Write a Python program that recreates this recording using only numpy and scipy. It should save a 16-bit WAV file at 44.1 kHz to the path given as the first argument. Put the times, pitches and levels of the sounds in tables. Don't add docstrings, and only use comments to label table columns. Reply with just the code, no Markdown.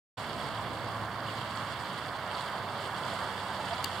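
import sys
import numpy as np
from scipy import signal
from scipy.fft import rfft, irfft
from scipy.io import wavfile

SR = 44100
rng = np.random.default_rng(int(sys.argv[2]) if len(sys.argv) > 2 else 0)


def int16_out(signal):
    q = np.round(np.clip(np.atleast_2d(signal).T, -1, 1) * 32767)
    wavfile.write(sys.argv[1], SR, q.astype(np.int16))


N = 176400
TIME = np.arange(N) / SR
FREQS = np.maximum(np.arange(N // 2 + 1) * SR / N, 1)


def from_db(db):
    return 10 ** (np.asarray(db) / 20)


def rms_one(x):
    return x / np.sqrt(np.mean(x ** 2) + 1e-20)


def panned(pan_db):
    return rms_one(from_db(np.array([[pan_db], [-pan_db]]) / 2))


def in_time(rows):
    times, *columns = np.transpose(rows)
    return [np.interp(TIME, times, column) for column in columns]


def at_hz(points, hz):
    known, *columns = np.transpose(points)
    return np.array([np.interp(np.log(hz), np.log(known), column) for column in columns])


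def drift(rate_hz):
    hop, settle = 40, 2000
    pole = np.exp(-2 * np.pi * hop * rate_hz / SR)
    noise = rng.standard_normal(N // hop + settle + 2)
    slow = signal.lfilter([1], [1, -2 * pole, pole * pole], noise)[settle:]
    return np.interp(np.arange(N) / hop, np.arange(len(slow)), rms_one(slow))


def ring(clicks, hz, t60):
    pole, angle = np.exp(-np.log(1000) / (t60 * SR)), 2 * np.pi * hz / SR
    return signal.lfilter([np.sin(angle), 0], [1, -2 * pole * np.cos(angle), pole ** 2], clicks + 1e-18)


def coloured(x, spectrum):
    return rms_one(irfft(rfft(x) * from_db(at_hz(spectrum, FREQS)), N))


def stereo_noise(spectrum, likeness):
    mid, side = rfft(rng.standard_normal((2, N)))
    alike = np.clip(at_hz(likeness, FREQS), 0, .999)
    left_right = np.sqrt(1 + alike) * mid + np.sqrt(1 - alike) * side * [[1], [-1]]
    return coloured(irfft(left_right, N), spectrum)


def split(x, centres_hz):
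    whole = rfft(x)
    weights = [np.interp(np.log(FREQS), np.log(centres_hz), row) for row in np.eye(len(centres_hz))]
    return [irfft(whole * weight, N) for weight in weights]


def patchy(x, depth_db, rate_hz):
    octaves = split(x, np.geomspace(60, 15360, 9))
    return sum(band * from_db(depth_db * drift(rate_hz)) for band in octaves)


def rush():
    # frequency in Hz, relative level in dB.
    colour = [(15, -42), (25, -38), (45, -22), (68, -3.5), (82, -2.5), (128, 3), (165, 0.5), (230, -2),
              (300, -6.5), (450, -6), (560, -1.5), (670, 0.5), (800, -0.5), (1000, 1.6), (1250, -0.3),
              (1550, -3), (2000, -9.5), (2600, -16.5), (4000, -43.5)]
    # frequency in Hz, left-right likeness from 0 to 1.
    likeness = [(50, .6), (100, 0.94), (200, 0.82), (340, 0.92), (520, 0.98), (1000, 0.99), (2000, 0.97)]
    # time in seconds, gain in dB.
    low_swell = [(.2, 0), (.46, 3.2), (.57, 1.3), (.69, 3.5), (.84, 0.5), (1.27, 0), (1.8, 0), (2.5, -2.5),
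                 (3.2, -0.5), (4, -3)]
    middle_swell = [(.2, -1.2), (.65, 2.1), (1.25, -1), (2.1, -1.4), (2.65, 2.8), (2.9, -0.3), (3.2, 2.8),
                    (3.45, 1.1), (3.7, 1.8), (4, -0.45)]
    upper_swell = [(.2, -1.3), (.85, -1.3), (1.3, 0.24), (2.3, -0.27), (3.2, 0.91), (3.55, -.3), (4, .7)]
    bands = split(stereo_noise(colour, likeness), centres_hz=(220, 695, 1160))
    roar = 0
    for band, swell, pan_db in zip(bands, (low_swell, middle_swell, upper_swell), (-3.5, -3.5, -5)):
        swell_db, = in_time(swell)
        roar = roar + band * from_db(swell_db) * panned(pan_db)
    return from_db(-37.5) * patchy(roar, depth_db=.87, rate_hz=6.6)


def tyres():
    # time in seconds, centre in Hz, level in dB.
    song = [(.2, 1000, -50), (1.2, 1118, -46), (1.7, 1059, -46), (2.3, 1021, -49), (3.1, 1001, -47),
            (3.6, 962, -48), (4, 977, -54)]
    hz, db = in_time(song)
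    half_width_hz = 112
    pole = np.exp(-2 * np.pi * half_width_hz / SR)
    rumble = signal.lfilter([1], [1, -2 * pole, pole * pole], rng.standard_normal((2, N)))
    phase = 2 * np.pi * np.cumsum(hz) / SR
    band = rumble[0] * np.cos(phase) + rumble[1] * np.sin(phase)
    return from_db(db) * rms_one(band) * panned(-3.5)


def engine(course, harmonics_db):
    pitch_wander, fade_depth_db, flutter_depth_db = .00807, 2.3, 2
    hz, db = in_time(course)
    phase = 2 * np.pi * np.cumsum(hz * (1 + pitch_wander * drift(4.2))) / SR
    drone = 0
    for k, harmonic_db in enumerate(harmonics_db, 1):
        flutter_db = flutter_depth_db * np.array([drift(16), drift(16)])
        fade_db = fade_depth_db * drift(2.4)
        tone = np.sin(k * phase + 2 * np.pi * rng.random())
        drone = drone + from_db(db + harmonic_db + fade_db + flutter_db) * tone
    return np.sqrt(2) * drone


def distant_engines():
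    # time in seconds, firing rate in Hz, level in dB.
    first_course = [(.15, 108.3, -54), (.7, 107.5, -47), (1.45, 107.2, -48), (1.8, 103.7, -55.5),
                    (2.3, 103.4, -73)]
    second_course = [(1.3, 100.9, -83), (2, 100.1, -58), (2.45, 99, -53.5), (3.3, 97.85, -52),
                     (3.75, 94.4, -53), (4, 93, -50.5)]
    # the gain of each harmonic in dB, from the fundamental up.
    first_timbre = [-0.5, -21, -12.5, -17]
    second_timbre = [0, -5, -10.5, -8.5]
    first = engine(first_course, first_timbre) * panned(1.5)
    second = engine(second_course, second_timbre) * panned(-2)
    return first + second


def tap():
    # start in seconds, gain in dB, pan in dB, low-pass corner in Hz.
    contacts = [(3.8425, -22.5, 6, 7000), (3.845, -19, 9, 20000), (3.846, -24, 0, 2500),
                (3.8597, -22, 0, 1200)]
    # pitch in Hz, relative level in dB, seconds to fall 60 dB.
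    modes = [(1050, -21, .012), (2900, -11, 0.01), (3540, -7, .006), (4580, 1.5, 0.0081),
             (6550, -7, 0.0036), (7500, -8.5, .004), (9800, -11, 0.0058), (11900, -16, .004),
             (15000, -15, .002)]
    crack_gain, crack_decay_s = from_db(-4.5), .001
    out = np.zeros((2, N))
    for start, db, pan_db, corner_hz in contacts:
        length = N - int(start * SR)
        click = signal.unit_impulse(length)
        decay = np.exp(-np.minimum(np.arange(length) / (crack_decay_s * SR), 20))
        crack = crack_gain * decay * rng.standard_normal((2, length))
        ringing = sum(from_db(mode_db) * ring(click, hz, t60) for hz, mode_db, t60 in modes)
        pole = np.exp(-2 * np.pi * corner_hz / SR)
        hit = signal.lfilter([1 - pole], [1, -pole], crack + ringing)
        out[:, -length:] += from_db(db) * panned(pan_db) * hit
    return out


def plops():
    # start in seconds, length in seconds, pitch in Hz, gain in dB.
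    pockets = [(3.598, 0.02, 860, -31), (3.703, 0.035, 681, -28.5), (3.718, 0.023, 930, -31.5),
               (3.787, .018, 1005, -34)]
    pitch_rise, release_s = .03, .006
    out = 0
    for start, length, hz, db in pockets:
        progress = np.clip((TIME - start) / length, 0, 1)
        envelope = np.sqrt(progress) * np.clip((start + length - TIME) / release_s, 0, 1)
        glide_hz = hz * (1 + pitch_rise * (progress - .5))
        out = out + from_db(db) * envelope * np.sin(2 * np.pi * np.cumsum(glide_hz) / SR)
    return out * panned(-4.5)


def droplets():
    # start in seconds, relative level in dB, pitch in Hz,
    # seconds to fall 60 dB.
    drops = [(.413, -37, 8400, 0.0034), (0.4877, -37.5, 8300, 0.0045), (1.3395, -38, 8350, 0.0042),
             (1.552, -37, 4500, .012), (1.558, -42, 7960, 0.0054), (1.8233, -42, 7850, 0.0047),
             (2.3206, -40, 8800, 0.0034), (2.35, -32, 4500, 0.01), (2.409, -34, 4000, 0.0071),
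             (2.4106, -33, 8200, 0.0024), (2.423, -31.5, 8200, 0.0027), (2.8614, -37, 8070, 0.004),
             (2.98, -43, 7850, 0.0046), (3.1024, -34, 4200, 0.0085), (3.1403, -37, 7800, 0.0043),
             (3.469, -39, 8100, 0.003), (3.7813, -40, 7430, .009)]
    attack_s = .00035
    out = 0
    for start, db, hz, t60 in drops:
        age = np.maximum(TIME - start, 0)
        attack = 1 - np.exp(-age / attack_s)
        decay = np.exp(-np.log(1000) * np.minimum(age / t60, 10))
        out = out + from_db(db) * attack * decay * np.sin(2 * np.pi * hz * age)
    return 2 * out * panned(-8)


def fizz(wash_db, port_eq):
    base_per_s, clump_db, ring_cycles = 1500, 2.5, 10.5
    size_spread_db, pan_spread_db = 3, 8.5
    per_s = base_per_s * from_db(wash_db + clump_db * drift(14))
    births = np.flatnonzero(rng.random(N) < per_s / SR)
    sizes = from_db(size_spread_db * np.minimum(rng.exponential(1, N), 5))[births]
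    polarity = rng.choice([-1, 1], N)[births]
    pan_db = pan_spread_db * rng.standard_normal(N)[births]
    sides = from_db(np.array([pan_db, -pan_db]) / 2)
    pitches_hz = np.geomspace(1400, 12000, 28)
    pitch_index = rng.integers(0, len(pitches_hz), N)[births]
    bubbles = 0
    for k, hz in enumerate(pitches_hz):
        clicks = np.zeros((2, N))
        clicks[:, births] = sizes * polarity * sides * (pitch_index == k)
        bubbles = bubbles + hz * ring(clicks, hz, ring_cycles / hz)
    return from_db(-49 + wash_db / 2) * coloured(bubbles, port_eq)


def wavelets():
    # time in seconds, gain in dB.
    lapping = [(.2, 1), (.32, 0), (.41, 1.8), (.5, 0.4), (.54, -0.5), (1.22, -2.5), (1.32, 1.1),
               (1.46, -0.5), (1.56, .8), (1.78, 0), (2.02, 0.6), (2.12, -2.6), (2.28, -1.5), (2.33, 0.5),
               (2.42, 2), (2.52, -0.9), (2.7, -1.6), (2.8, 1.1), (2.95, .5), (3.13, 2.5), (3.28, 1.5),
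               (3.42, 0.5), (3.57, 1), (3.66, 2), (3.82, 1.5), (4, 2.2)]
    # frequency in Hz, relative left and right levels in dB.
    port_eq = [(700, -12.5, -13.5), (1540, -12.5, -3.5), (2100, -28, -1), (2730, -8, -3), (3464, -7, 1),
               (3570, -5, -9), (4130, -15.5, -5.5), (4680, -8, -3), (5290, -17, -10.5), (5880, -29, -23),
               (6620, -17, -22.5), (7130, -26, -15), (7850, -23, -13), (9000, -20.5, -21.5),
               (10200, -23.5, -31), (12500, -31, -33), (16000, -42, -44)]
    # frequency in Hz, left-right likeness from 0 to 1.
    likeness = [(1500, 0.86), (2400, 0.41), (4500, .6), (6500, 0.15), (12000, .1)]
    brightening = .62
    wash_db, = in_time(lapping)
    wash = from_db(-45.5 + wash_db) * patchy(stereo_noise(port_eq, likeness), depth_db=1.5, rate_hz=22)
    body, top = split(wash + fizz(wash_db, port_eq), centres_hz=(4500, 7600))
    return body + top * from_db(brightening * wash_db)


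def scene():
    return distant_engines() + rush() + tyres() + wavelets() + droplets() + plops() + tap()


def record(dry):
    notch_spacing_hz, notch_width_hz, cutoff_hz = 2493, 230, 15900
    silence_s, fade_in_s = .17, .01
    x = dry + from_db(-60.5) * rng.standard_normal((2, N))
    for hz in notch_spacing_hz * np.arange(1, 4):
        x = signal.lfilter(*signal.iirnotch(hz, hz / notch_width_hz, fs=SR), x)
    x = x * np.clip((TIME - silence_s) / fade_in_s, 0, 1)
    return signal.sosfilt(signal.ellip(12, .1, 80, cutoff_hz, fs=SR, output="sos"), x)


dry = scene()
out = record(dry)
int16_out(out)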